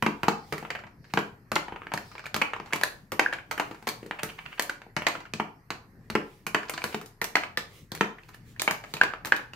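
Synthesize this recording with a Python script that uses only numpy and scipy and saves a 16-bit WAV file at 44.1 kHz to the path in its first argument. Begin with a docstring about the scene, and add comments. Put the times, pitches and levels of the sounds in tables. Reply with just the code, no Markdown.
"""Over faint room hum and microphone hiss, round tokens snap out of a cardboard sheet, one by one.
A finger punches each one through and its tabs tear; the token drops, clacks and bounces in a shallow
box underneath, and the sheet slaps back. Every blow rings the sheet and the hollow box, with a crack
of creasing card and a fizz of fibres. Now and then a hand rubs the sheet, a sleeve brushes it or a
token slides to rest. A furnished room gives the blows a short tail."""
import sys
import numpy as np
from scipy import signal
from scipy.fft import rfft, irfft, next_fast_len
from scipy.io import wavfile
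from scipy.ndimage import uniform_filter1d

SR = 44100
rng = np.random.default_rng(int(sys.argv[2]) if len(sys.argv) > 2 else 0)


def file_out(sig):
    """Save sig as 16-bit WAV at sys.argv[1]."""
    # one column per channel
    cols = np.atleast_2d(sig).T
    # limit, then scale
    lim = np.clip(cols, -1, 1)
    pcm = np.round(lim * 32767).astype(np.int16)
    wavfile.write(sys.argv[1], SR, pcm)


N = 421155

# Modes of the cardboard sheet. Each row: pitch in Hz, relative level in dB, t60 in seconds.
SHEET_MODES = [(517, -13, 0.013), (646, -17, 0.11), (774, -20.5, 0.12), (915, -5, 0.044), (1020, 2, 0.059),
               (1280, 12.5, 0.012), (1426, 5.5, 0.027), (1604, 10.5, 0.019), (1845, 23.5, 0.0046),
               (2268, 28, 0.0041), (2710, 27, 0.0042), (3017, 13.5, 0.015), (3530, -3, 0.013),
               (4200, -33, 0.0082)]
# Colour of creasing card. Each row: frequency in Hz, relative level in dB.
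CREASE_TONE = [(2000, -4.5), (3300, 6), (4500, 7), (5600, -1.5), (6600, -1), (8000, -8), (10000, -21)]
# Stereo width of noise and reverb. Each row: frequency in Hz, left-right likeness (1 is mono).
LIKENESS = [(60, 0.92), (180, 0.96), (550, 0.98), (1650, 0.12), (4970, 0.28), (15000, 0.02)]


def gain_of(db):
    return 10 ** (np.asarray(db) / 20)


def unit_rms(x):
    return x / np.sqrt(np.mean(x ** 2) + 1e-20)


def curve_at(points, hz):
    """Reads a curve along a logarithmic frequency axis."""
    point_hz, value = np.transpose(points)
    return np.interp(np.log(hz + 1), np.log(point_hz + 1), value)


def coloured(x, tone):
    """Equalises two channels by a tone curve scaled to a mean power gain of 1."""
    size = next_fast_len(N)
    response = unit_rms(gain_of(curve_at(tone, np.fft.rfftfreq(size, 1 / SR))))
    return irfft(rfft(x, size) * response, size)[:, :N]


def low_cut(x, hz):
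    """Thins the bass, which a small object radiates poorly."""
    return signal.sosfilt(signal.butter(2, hz, "high", fs=SR, output="sos"), x)


def patchy_noise(tone, patchy_db):
    """Stereo noise of rms 1 whose level drifts in patches across time and frequency."""
    hz = np.fft.rfftfreq(1024, 1 / SR)
    left_re, left_im, apart_re, apart_im, patches = rng.standard_normal((N // 256 + 5, 513, 5)).T
    patches = unit_rms(uniform_filter1d(uniform_filter1d(patches, size=10, axis=0), size=10, axis=1))
    likeness = curve_at(LIKENESS, hz)[:, None]
    left = left_re + 1j * left_im
    right = likeness * left + np.sqrt(1 - likeness ** 2) * (apart_re + 1j * apart_im)
    spectra = np.array([left, right]) * gain_of(curve_at(tone, hz)[:, None] + patchy_db * patches)
    return unit_rms(signal.istft(spectra, nperseg=1024, noverlap=768)[1][:, :N])


def room_hum():
    """Low drones waver slowly in pitch and level, alike in both channels."""
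    # Each row: pitch in Hz, width of the waver in Hz, level in dB.
    drones = [(38, 5.9, -63.5), (111.5, 7.7, -61.5)]
    slowness = 1 + (np.fft.rfftfreq(N, 1 / SR) / 3) ** 2  # smooths away movement above 3 Hz
    hum = np.zeros(N)
    for hz, width_hz, db in drones:
        drift, swell = (unit_rms(irfft(rfft(noise) / slowness, N))
                        for noise in rng.standard_normal((2, N)))
        phase = 2 * np.pi * np.cumsum(hz + width_hz / 2 * drift) / SR
        hum += gain_of(db + 2 * swell) * np.sin(phase)
    return hum


def microphone_hiss():
    """A faint, restless noise floor, heaviest in the bass."""
    # Colour of the hiss. Each row: frequency in Hz, relative level in dB.
    hiss_tone = [(12, -45), (20, -18), (117, 10), (440, -8), (616, -16.5), (1020, -15), (1430, -17),
                 (1840, -10.5), (3520, -41.5), (4410, -25.5), (7510, -34.5), (9410, -35), (13900, -28),
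                 (15200, -52.5), (16500, -77.5)]
    return gain_of(-56) * patchy_noise(hiss_tone, patchy_db=3.0)


def friction(strokes, tone):
    """Sliding noise: each stroke swells and fades as the hand speeds up and slows."""
    ends_db = -7.5  # either end of a stroke, against its middle
    t = np.arange(N) / SR
    level = sum(gain_of(db + ends_db * (2 * (t - middle) / length) ** 2)
                for middle, db, length in strokes)
    return level * patchy_noise(tone, patchy_db=2.0)


def hand_rubs():
    """Skin slides over card in separate, soft strokes."""
    # Each row: middle in seconds, level in dB, length in seconds.
    strokes = [(.02, -69, .2), (0.263, -64, 0.31), (.58, -55.5, 0.21), (1.2, -62, .2), (1.8, -71, .3),
               (2.08, -59.5, 0.2), (2.82, -58, .3), (3.34, -63, 0.14), (3.635, -59, 0.21),
               (3.95, -63, 0.36), (4.35, -61, .4), (4.6, -64, 0.22), (5.16, -61, 0.11), (6.103, -75, 0.22),
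               (6.326, -62.5, 0.19), (6.647, -62, 0.091), (6.892, -49, 0.17), (7.45, -72, 0.17),
               (7.77, -56, .14), (8.3, -66, .2), (8.5, -60, .08), (8.7, -55, 0.18), (8.934, -56, 0.15),
               (9.4, -74, .4)]
    # Colour of skin on card. Each row: frequency in Hz, relative level in dB.
    skin_tone = [(180, -58), (300, -13), (373, -4), (938, -31.5), (1250, -15), (1310, -46), (2030, -13.5),
                 (12600, -26.5), (15700, -24), (16500, -75)]
    return friction(strokes, skin_tone)


def place(mix, start, sound):
    """Adds a stereo sound, the left channel late or early by where the hand is."""
    # The hand's wandering path. Each row: time in seconds, lag of the left channel in milliseconds.
    hand_path = [(0, 0.014), (2, 0.015), (3, -0.046), (4.5, 0.043), (6, 0.03), (7.5, -0.094), (8.1, 0.08),
                 (8.6, -0.12), (9.55, -0.041)]
    lag_s = np.interp(start, *np.transpose(hand_path)) / 1000
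    for channel, arrival, part in zip(mix, (start + lag_s / 2, start - lag_s / 2), sound):
        span = channel[round(arrival * SR):][:len(part)]
        span += part[:len(span)]


def resonate(drive, modes):
    """Rings a body's decaying modes, their joint impulse response scaled to peak at 1."""
    t = np.arange(SR // 4) / SR
    ring = sum(gain_of(db - 60 * t / t60) * np.sin(2 * np.pi * hz * t) for hz, db, t60 in modes)
    return signal.oaconvolve(drive, ring[None] / abs(ring).max(), axes=1)[:, :N]


def bump(t, width):
    """A smooth push of unit area."""
    push = np.sin(np.pi * np.clip(t / width, 0, 1)) ** 2
    return push / push.sum()


def chatter(envelope, clump_db):
    """Loose card chatters in clumps: stereo noise with the energy of its envelope."""
    shared, left, right, clumps = rng.standard_normal((4, len(envelope)))
    grain = 0.81 * shared + 0.78 * np.array([left, right])
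    grain *= gain_of(clump_db * unit_rms(uniform_filter1d(clumps, size=90)))
    return grain * envelope * np.linalg.norm(envelope) / np.linalg.norm(grain[0] * envelope)


def blows(rows, polarity, contact_s, sheet_push, pan_db, thud_s, box_cut_hz,
          crack_t60, loud_rattle_t60, ring_s, click_db, click_s):
    """Each blow drives sheet, box air, creases and fibres; returns these and, apart, the token's ring."""
    # Modes of the hollow box. Each row: pitch in Hz, relative level in dB, t60 in seconds.
    box_modes = [(122, -29, .15), (164.6, -7, 0.29), (220, 4.5, 0.062), (301, -2, 0.043),
                 (349.7, -1.5, 0.074), (426, 12, 0.023)]
    linger = 0.2  # a fainter rattle lasts longer: dB of t60 gained per dB of level lost
    sheet, box, crease, fibres, token, ticks = np.zeros((6, 2, N))
    t = np.arange(SR // 8) / SR
    since_click = np.maximum(t - .0008, 0)  # the main click comes just after the rattle starts
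    rattle_attack = np.minimum(t / (6 * contact_s), 1)  # soft landings gather slowly
    crack_attack = np.minimum(t / (0.00083 + contact_s), 1) ** 2
    ring_swell = np.sin(np.pi * np.clip(t / ring_s, 0, 1) ** 0.86)  # only while the token rocks free
    click = gain_of(click_db) * np.sin(np.pi * np.clip(since_click / click_s, 0, 1)) ** 4
    for start, db, hz, thud_db, crack_db, fizz_db, ring_db, rattle_db in rows:
        rattle_t60 = loud_rattle_t60 * gain_of(-linger * (db + rattle_db))
        rattle = chatter(gain_of(rattle_db - 60 * t / rattle_t60) * rattle_attack, clump_db=2)
        burst = chatter(gain_of(-60 * since_click / crack_t60) * crack_attack, clump_db=5)
        # a low-ringing token rattles duller, and the chatter keeps its pitch roughly alive
        dull_rattle = signal.lfilter(*signal.butter(1, min(1.63 * hz, 9000), fs=SR), rattle)
        rocking = signal.lfilter(*signal.iirpeak(hz, 3.5, fs=SR), rattle)
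        push = sheet_push * polarity * bump(since_click, contact_s)
        thud = polarity * (bump(since_click, thud_s) + 0.05 * rattle[[0, 0]])  # centred
        level = gain_of(db + np.array([[.5], [-.5]]) * pan_db)
        place(sheet, start, level * (push + 0.24 * dull_rattle))
        place(box, start, gain_of(db + thud_db) * thud)
        place(crease, start, level * gain_of(crack_db) * (burst + 1.04 * rattle))
        place(fibres, start, level * gain_of(fizz_db) * (burst + .9 * rattle))
        place(token, start, level * gain_of(ring_db) * ring_swell * polarity * np.sin(2 * np.pi * hz * t))
        place(ticks, start, level * (0.98 * rocking + polarity * click))
    # Colour of tearing fibres. Each row: frequency in Hz, relative level in dB.
    fibre_tone = [(6000, -8.5), (8500, -8.5), (10700, -8), (12500, -8), (14200, -4), (15300, -19.5),
                  (16500, -32)]
    card = resonate(sheet, SHEET_MODES) + coloured(crease, CREASE_TONE) + coloured(fibres, fibre_tone)
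    boom = low_cut(low_cut(resonate(box, box_modes), box_cut_hz), box_cut_hz)
    return low_cut(card + ticks, 340) + boom, token


def tab_snaps():
    """The finger flexes the whole sheet, slow and deep, and the tabs tear with a drop in pressure."""
    # Each row: start in seconds, level in dB, token pitch in Hz, then thud, crack, fizz, ring and
    # rattle in dB relative to that level.
    snaps = [(0.024, -5.5, 900, -4.5, -31, -25.5, -13.5, -8.5),
             (0.232, -8.5, 970, -4.5, -24.5, -29, -19.5, -8), (0.524, -13.5, 1030, -1.5, -20, -25, -25, -4),
             (1.137, -7, 850, -4, -23.5, -24, -12, -14.5), (1.517, -9, 1150, -7, -23, -20, -20, -10.5),
             (1.937, -11, 903, -3, -18.5, -20.5, -9, -9), (2.343, -8, 950, -9.5, -11.5, -28, -25.5, -10.5),
             (2.733, -8.5, 2230, -14, -18, -20.5, -17.5, -7),
             (3.119, -14.5, 894, -5.5, -25, -16.5, -11.5, -4.5),
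             (3.511, -15.5, 1030, -48, -18, -18.5, -11.5, -3.5), (3.87, -19.5, 1070, -10, -14, -28, -19, 3),
             (4.232, -10.5, 1280, -6.5, -24, -11.5, -37, -12.5),
             (4.595, -5.5, 1880, -42, -16.5, -15, -12, -16.5), (4.965, -9, 1740, -6.5, -16, -33, -14, -6),
             (5.336, -17, 2440, -0.5, -6.5, -24.5, -8, -16.5),
             (5.704, -10.5, 1310, -9.5, -17, -28, -32, -12), (6.1, -14.5, 1265, -3, -18, -22.5, -26, -14),
             (6.466, -16.5, 2370, -7.5, -19.5, -13.5, -10, -5.5),
             (6.84, -9.5, 1465, -10.5, -20, -17, -20, -9.5), (7.215, -17, 1890, -5, -16, -14.5, -1.5, -3),
             (7.573, -10, 1840, -12, -11, -20, -5.5, -10), (7.918, -17, 1016, -1, -12.5, -15, -27, -16),
             (8.596, -25.5, 2340, -12.5, 1.5, -12, 3, -6.5), (8.938, -13, 2450, -7, -13, -20, -24, -14),
             (9.248, -17.5, 1700, -15, -15, -20, -9.5, -17), (9.534, -26.5, 2730, -7, -13, -24, -7, -13)]
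    return blows(snaps, polarity=-1, contact_s=0.00025, sheet_push=.6, pan_db=.3,
                 thud_s=0.0042, box_cut_hz=93, crack_t60=.01, loud_rattle_t60=.045,
                 ring_s=0.0043, click_db=-7, click_s=.0003)


def landing_knocks():
    """Tokens and sheet land and bounce, each a brief rap on the box that starts with a pressure rise."""
    # Each row: start in seconds, level in dB, token pitch in Hz, then thud, crack, fizz, ring and
    # rattle in dB relative to that level.
    knocks = [(0.063, -3, 800, -7.5, -25.5, -38, -18, -4), (0.282, -4, 826, -4.5, -18, -31.5, -7, -1.5),
              (0.579, -26.5, 1900, -1, -18, -18, -11, -3), (0.626, -25.5, 815, 0, -27, -36, -5, -6),
              (0.649, -19.5, 960, -28, -43, -47, -15, -7), (0.703, -14, 2010, -26, -18, -35, -13, -4.5),
              (0.75, -16.5, 1640, -37, -24, -41, -16, -8), (0.79, -29, 1310, -29, -19, -40, -9, -7),
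              (0.837, -26, 920, -36, -30, -47, -17, -9.5), (0.866, -37, 910, -28, -21, -48, -10, -0.5),
              (1.042, -42, 1520, -16, -15, -46, -7, -4), (1.173, -2, 875, -10, -29, -45, -10.5, -4.5),
              (1.188, -21, 895, 1, -14.5, -17, -5, -7), (1.555, -19.5, 1780, -29, -2, -13.5, -13, -5),
              (1.561, -4, 955, -23, -35, -43, -15, -2), (1.682, -18.5, 875, -14, -32, -47, -10, -9),
              (1.722, -24, 900, -1.5, -33, -53, -3.5, -5.5), (1.76, -18.5, 810, -51, -34, -66, -16, -9.5),
              (1.818, -22, 1210, -36, -41, -48, -16, -16), (1.832, -31, 1230, -8, -33, -42, -11, -9),
              (1.868, -17, 1590, -15.5, -34, -45, -12, -20), (1.918, -13.5, 950, -23, -31, -53, -13, -12),
              (1.975, -15, 1780, -15, -21, -21, -7.5, -13), (2.115, -31.5, 1260, -18, -18, -47, -16, -7),
              (2.152, -27, 990, -27, -22, -50, -12, -5.5), (2.18, -27, 2270, -18, -18, -36, -5.5, -10.5),
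              (2.193, -27, 1600, -25, -17, -40, -7.5, -7.5), (2.24, -30, 1190, -21, -18, -34, -11, -6.5),
              (2.256, -23.5, 2350, -35, -18, -23, -5.5, -10.5), (2.264, -22, 1660, -32, -15, -27, -7, -9.5),
              (2.362, -13, 1010, -12, -21, -17, -20, -6), (2.415, -6.5, 2210, -39, -20, -42, -22, 2),
              (2.534, -10, 1170, -33, -29, -61, -21, -8.5), (2.563, -28.5, 1040, -9, -18, -35, 1, -8),
              (2.599, -19.5, 910, -7.5, -24, -42, -11, -9.5), (2.659, -34, 910, -18, -14, -35, -9, -3),
              (2.674, -36, 920, -12, -23, -33, -13, -4), (2.706, -32, 1290, -26, -29, -37, -11, -8),
              (2.725, -17, 1640, -41, -25, -31, -4.5, -2), (2.758, -17, 1060, -13.5, -18, -16, -15.5, -7.5),
              (2.812, -13.5, 950, -25, -29, -21, -16, -12), (2.834, -7, 1700, -34, -18.5, -13, -2.5, -8.5),
              (3.194, 2.5, 1520, -37, -24.5, -30.5, -13.5, -7), (3.24, -24, 850, -7, -43, -36, -9, -19),
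              (3.261, -13.5, 1620, -38, -44, -50, 3.5, -20), (3.326, -15.5, 1790, -26, -25, -37, -3.5, -3),
              (3.333, -15, 1500, -25, -17.5, -32, -8, -12), (3.34, -31, 1680, -25, -24, -36, 5, -7),
              (3.385, -22.5, 1620, -23, -37, -41, -8, -9), (3.577, -18.5, 1570, -20, -25, -22, -8, -3),
              (3.597, -6, 907, -23, -25.5, -28.5, -9.5, -3), (3.711, -25, 820, 0, -21, -34, -10, -4),
              (3.745, -30.5, 840, -7, -26, -32, -9, -5), (3.825, -30.5, 910, -8, -22, -25, -10, -10),
              (3.876, -15.5, 961, -15, -24, -15, -17, -9), (3.888, -25, 2320, -7, -3.5, -1, -3, -9),
              (4.028, -36, 1670, 9, -23, -24, -13, -5.5), (4.061, -30.5, 930, 3, -19, -20, -16, -10),
              (4.11, -7.5, 1870, -23, -32, -61, -19.5, -16.5),
              (4.192, -19.5, 2230, -32, -26, -34, -21, -6.5), (4.622, -28, 1440, -25, -26, 4.5, -12, -13),
              (4.695, -14.5, 1530, -35, -16.5, -26, -5, -7.5),
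              (4.817, -24, 1660, -31, -22.5, -38, -14, -17.5), (4.865, -42.5, 780, 6, -28, -48, -1, -16.5),
              (5.02, -10.5, 1630, -34, -42, -32, -28, -17), (5.067, -7.5, 1924, -40, -11.5, -33, -7.5, 0),
              (5.084, -11, 902, -29, -27, -19, -17, -10), (5.151, -21.5, 1390, -17, -25, -40, -7.5, -2.5),
              (5.203, -28.5, 930, -17, -20.5, -31, -20, -2.5), (5.253, -33, 1450, -21, -20, -45, -4, -3.5),
              (5.398, -8.5, 897, -9, -29, -36, -10, -5), (6.152, -2.5, 947, -7, -25.5, -39, -14, -5),
              (6.546, 2.5, 1180, -17, -24.5, -39, -39, -7.5), (6.631, -21.5, 1690, -44, -25, -38, -8, -12),
              (6.695, -16, 2160, -49, -31, -9, -18, -7), (6.737, -23, 1150, -8.5, -8.5, -44, -28, -4.5),
              (6.764, -36, 2280, -13, -15, -27, -5, -9), (6.777, -16.5, 1580, -24, -15, -44, -8, -7.5),
              (6.818, -18, 2330, -31, -24, -38, -9, -17), (6.944, -10.5, 830, -6.5, -23.5, -27, -11.5, -8),
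              (7.013, -28, 1200, -7, -25, -13, -10, -7.5), (7.059, -40, 853, -3, -12, 0, -19, -10),
              (7.242, -20.5, 2370, -12, -11, -3, -6, -10), (7.354, -2.5, 2000, -47, -15, -40, -10.5, -7.5),
              (7.367, -8, 1510, -50, -29, -27, -9.5, -7), (7.435, -17.5, 2140, -35, -22, -42, -9.5, -3.5),
              (7.949, -25.5, 1910, -11, -20, -7.5, -10, -6.5), (7.974, -39, 1700, 6, -2, -17.5, -2, -14),
              (8.009, 1.5, 1150, -9.5, -25.5, -39, -23, -9.5),
              (8.184, -34.5, 1830, -15, -27, -37, -7.5, -7), (8.233, -40, 2640, -8, -15, -27, -6, -12),
              (8.289, -35, 1070, -10, -24, -17, -16, -7), (8.344, -37.5, 1720, -7.5, -21, -9, -1.5, -10.5),
              (8.562, -38, 1800, -15, -25, -40, -6, -8), (8.618, -15.5, 1800, -22, -27, -1.5, -7, -14),
              (8.677, 0.5, 2250, -24, -28, -44, -12, -11), (8.709, -8.5, 1460, -16.5, -22, -15.5, -15, -7),
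              (8.838, -25.5, 980, -28, -20, -47, -29, -1.5), (8.967, -23.5, 2480, -14, -19, -20, -5, -6),
              (9.013, 1, 1570, -26, -23, -46, -2, -14), (9.033, -10, 1620, -39, -15, -32, -20, -2),
              (9.136, -12, 1280, -38, -29, -55, -17.5, -22), (9.255, -22, 2550, -6.5, -14, -9.5, -23, -3.5),
              (9.27, -25, 1010, -10, -22, -10, -16, -4), (9.321, -2.5, 1602, -37, -24, -39, -1.5, -7.5),
              (9.363, -27, 1800, -10, -7, -10.5, -14, -11), (9.393, -25, 1430, -24, -27, -44, -5, -5)]
    return blows(knocks, polarity=1, contact_s=.00042, sheet_push=.95, pan_db=1.2,
                 thud_s=0.00087, box_cut_hz=164, crack_t60=0.016, loud_rattle_t60=.036,
                 ring_s=0.0047, click_db=-26, click_s=.0006)


def sleeve_brushes():
    """A sleeve grazes the card with a thin, high whisper."""
    # Each row: middle in seconds, level in dB, length in seconds.
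    brushes = [(.42, -64, .2), (1.07, -68, .12), (2.12, -60, .3)]
    # Colour of cloth on card. Each row: frequency in Hz, relative level in dB.
    cloth_tone = [(3000, -45), (3900, -6), (4800, -1), (5600, -5), (6500, -35)]
    return friction(brushes, cloth_tone)


def token_scuffs():
    """A token rocks and slides to rest: soft swells of grain through the sheet, with no blow."""
    # Each row: start in seconds, level in dB, crack in dB relative to that level, length in seconds.
    scuffs = [(1.093, -41, -20, 0.028), (4.183, -23, -24, 0.022), (4.28, -26, -21, 0.035),
              (4.375, -23.5, -24.5, 0.032), (4.45, -23.5, -23, 0.025), (4.507, -27.5, -25, 0.045),
              (4.573, -24, -24, 0.02), (6.645, -38, -17, .025), (6.679, -33, -10, 0.017),
              (6.916, -27, -19, 0.028), (8.279, -45, -12, 0.022), (8.33, -37.5, -18, 0.029)]
    sheet, crease = np.zeros((2, 2, N))
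    for start, db, crack_db, length in scuffs:
        grain = gain_of(db) * chatter(np.hanning(round(length * SR)), clump_db=3)
        place(sheet, start, 0.081 * grain)
        place(crease, start, gain_of(crack_db) * grain)
    return low_cut(resonate(sheet, SHEET_MODES), 800) + coloured(crease, CREASE_TONE)


def room_reverb(x):
    """Sparse reflections die band by band; three tails take turns, as the source moves a little."""
    # Decay of the furnished room. Each row: frequency in Hz, t60 in seconds.
    decay_times = [(100, 0.38), (300, 0.34), (800, 0.39), (2000, 0.29), (5000, 0.3), (13000, 0.24)]
    predelay, spacing = 200, 20  # samples
    slots = np.arange(predelay, SR // 2, spacing)
    arrivals = slots + rng.integers(0, spacing, (3, 2, len(slots)))
    taps = np.zeros((3, 2, SR // 2 + 2 * spacing))
    np.put_along_axis(taps, arrivals, rng.choice([-1., 1.], arrivals.shape), 2)
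    hz, t, spectra = signal.stft(taps, SR, nperseg=512)
    shared = curve_at(LIKENESS, hz)[:, None] ** 2
    spectra[:, 1] = shared * spectra[:, 0] + np.sqrt(1 - shared ** 2) * spectra[:, 1]
    decay = gain_of(-60 * t / curve_at(decay_times, hz)[:, None])
    tails = signal.istft(spectra * decay, SR, nperseg=512)[1]
    tails[..., :predelay] = 0
    turn = 2 * np.pi * 1.3 * np.arange(N) / SR
    wet = np.zeros((2, N))
    for k, tail in enumerate(tails):
        send = x * np.sqrt(2 / 3) * np.cos(turn + k * np.pi / 3)
        wet += signal.oaconvolve(send, tail / np.linalg.norm(tail[0]), axes=1)[:, :N]
    return wet


def scene():
    """Snaps, knocks and scuffs sound in the room; rubbing, hiss and hum lie dry beneath them."""
    snaps, snap_rings = tab_snaps()
    knocks, knock_rings = landing_knocks()
    card = snaps + knocks + token_scuffs()
    token = snap_rings + knock_rings
    # the token's ring has less room echo than the card
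    echo = gain_of(-5.5) * room_reverb(card + gain_of(-3.5) * token)
    return card + token + echo + hand_rubs() + sleeve_brushes() + microphone_hiss() + room_hum()


def record(dry):
    """Two microphones lean left or right by band; the loudest peaks round off; the top end is cut."""
    # Balance of the microphone pair. Each row: frequency in Hz, left over right in dB.
    balance = [(30, 2), (300, 2.3), (700, 2.5), (1400, -1.6), (2800, -3), (5600, 0), (10000, -2.2),
               (14000, -4.4)]
    ceiling, top_hz = .95, 16700
    size = next_fast_len(N)
    lean_db = curve_at(balance, np.fft.rfftfreq(size, 1 / SR)) * np.array([[.5], [-.5]])
    leaned = irfft(rfft(dry, size) * gain_of(lean_db), size)[:, :N]
    rounded = leaned / (1 + abs(leaned / ceiling) ** 4) ** .25
    high_cut = signal.firwin(511, top_hz, window=("kaiser", 13), fs=SR)
    return signal.oaconvolve(rounded, high_cut[None], "same")


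dry = scene()
out = record(dry)
file_out(out)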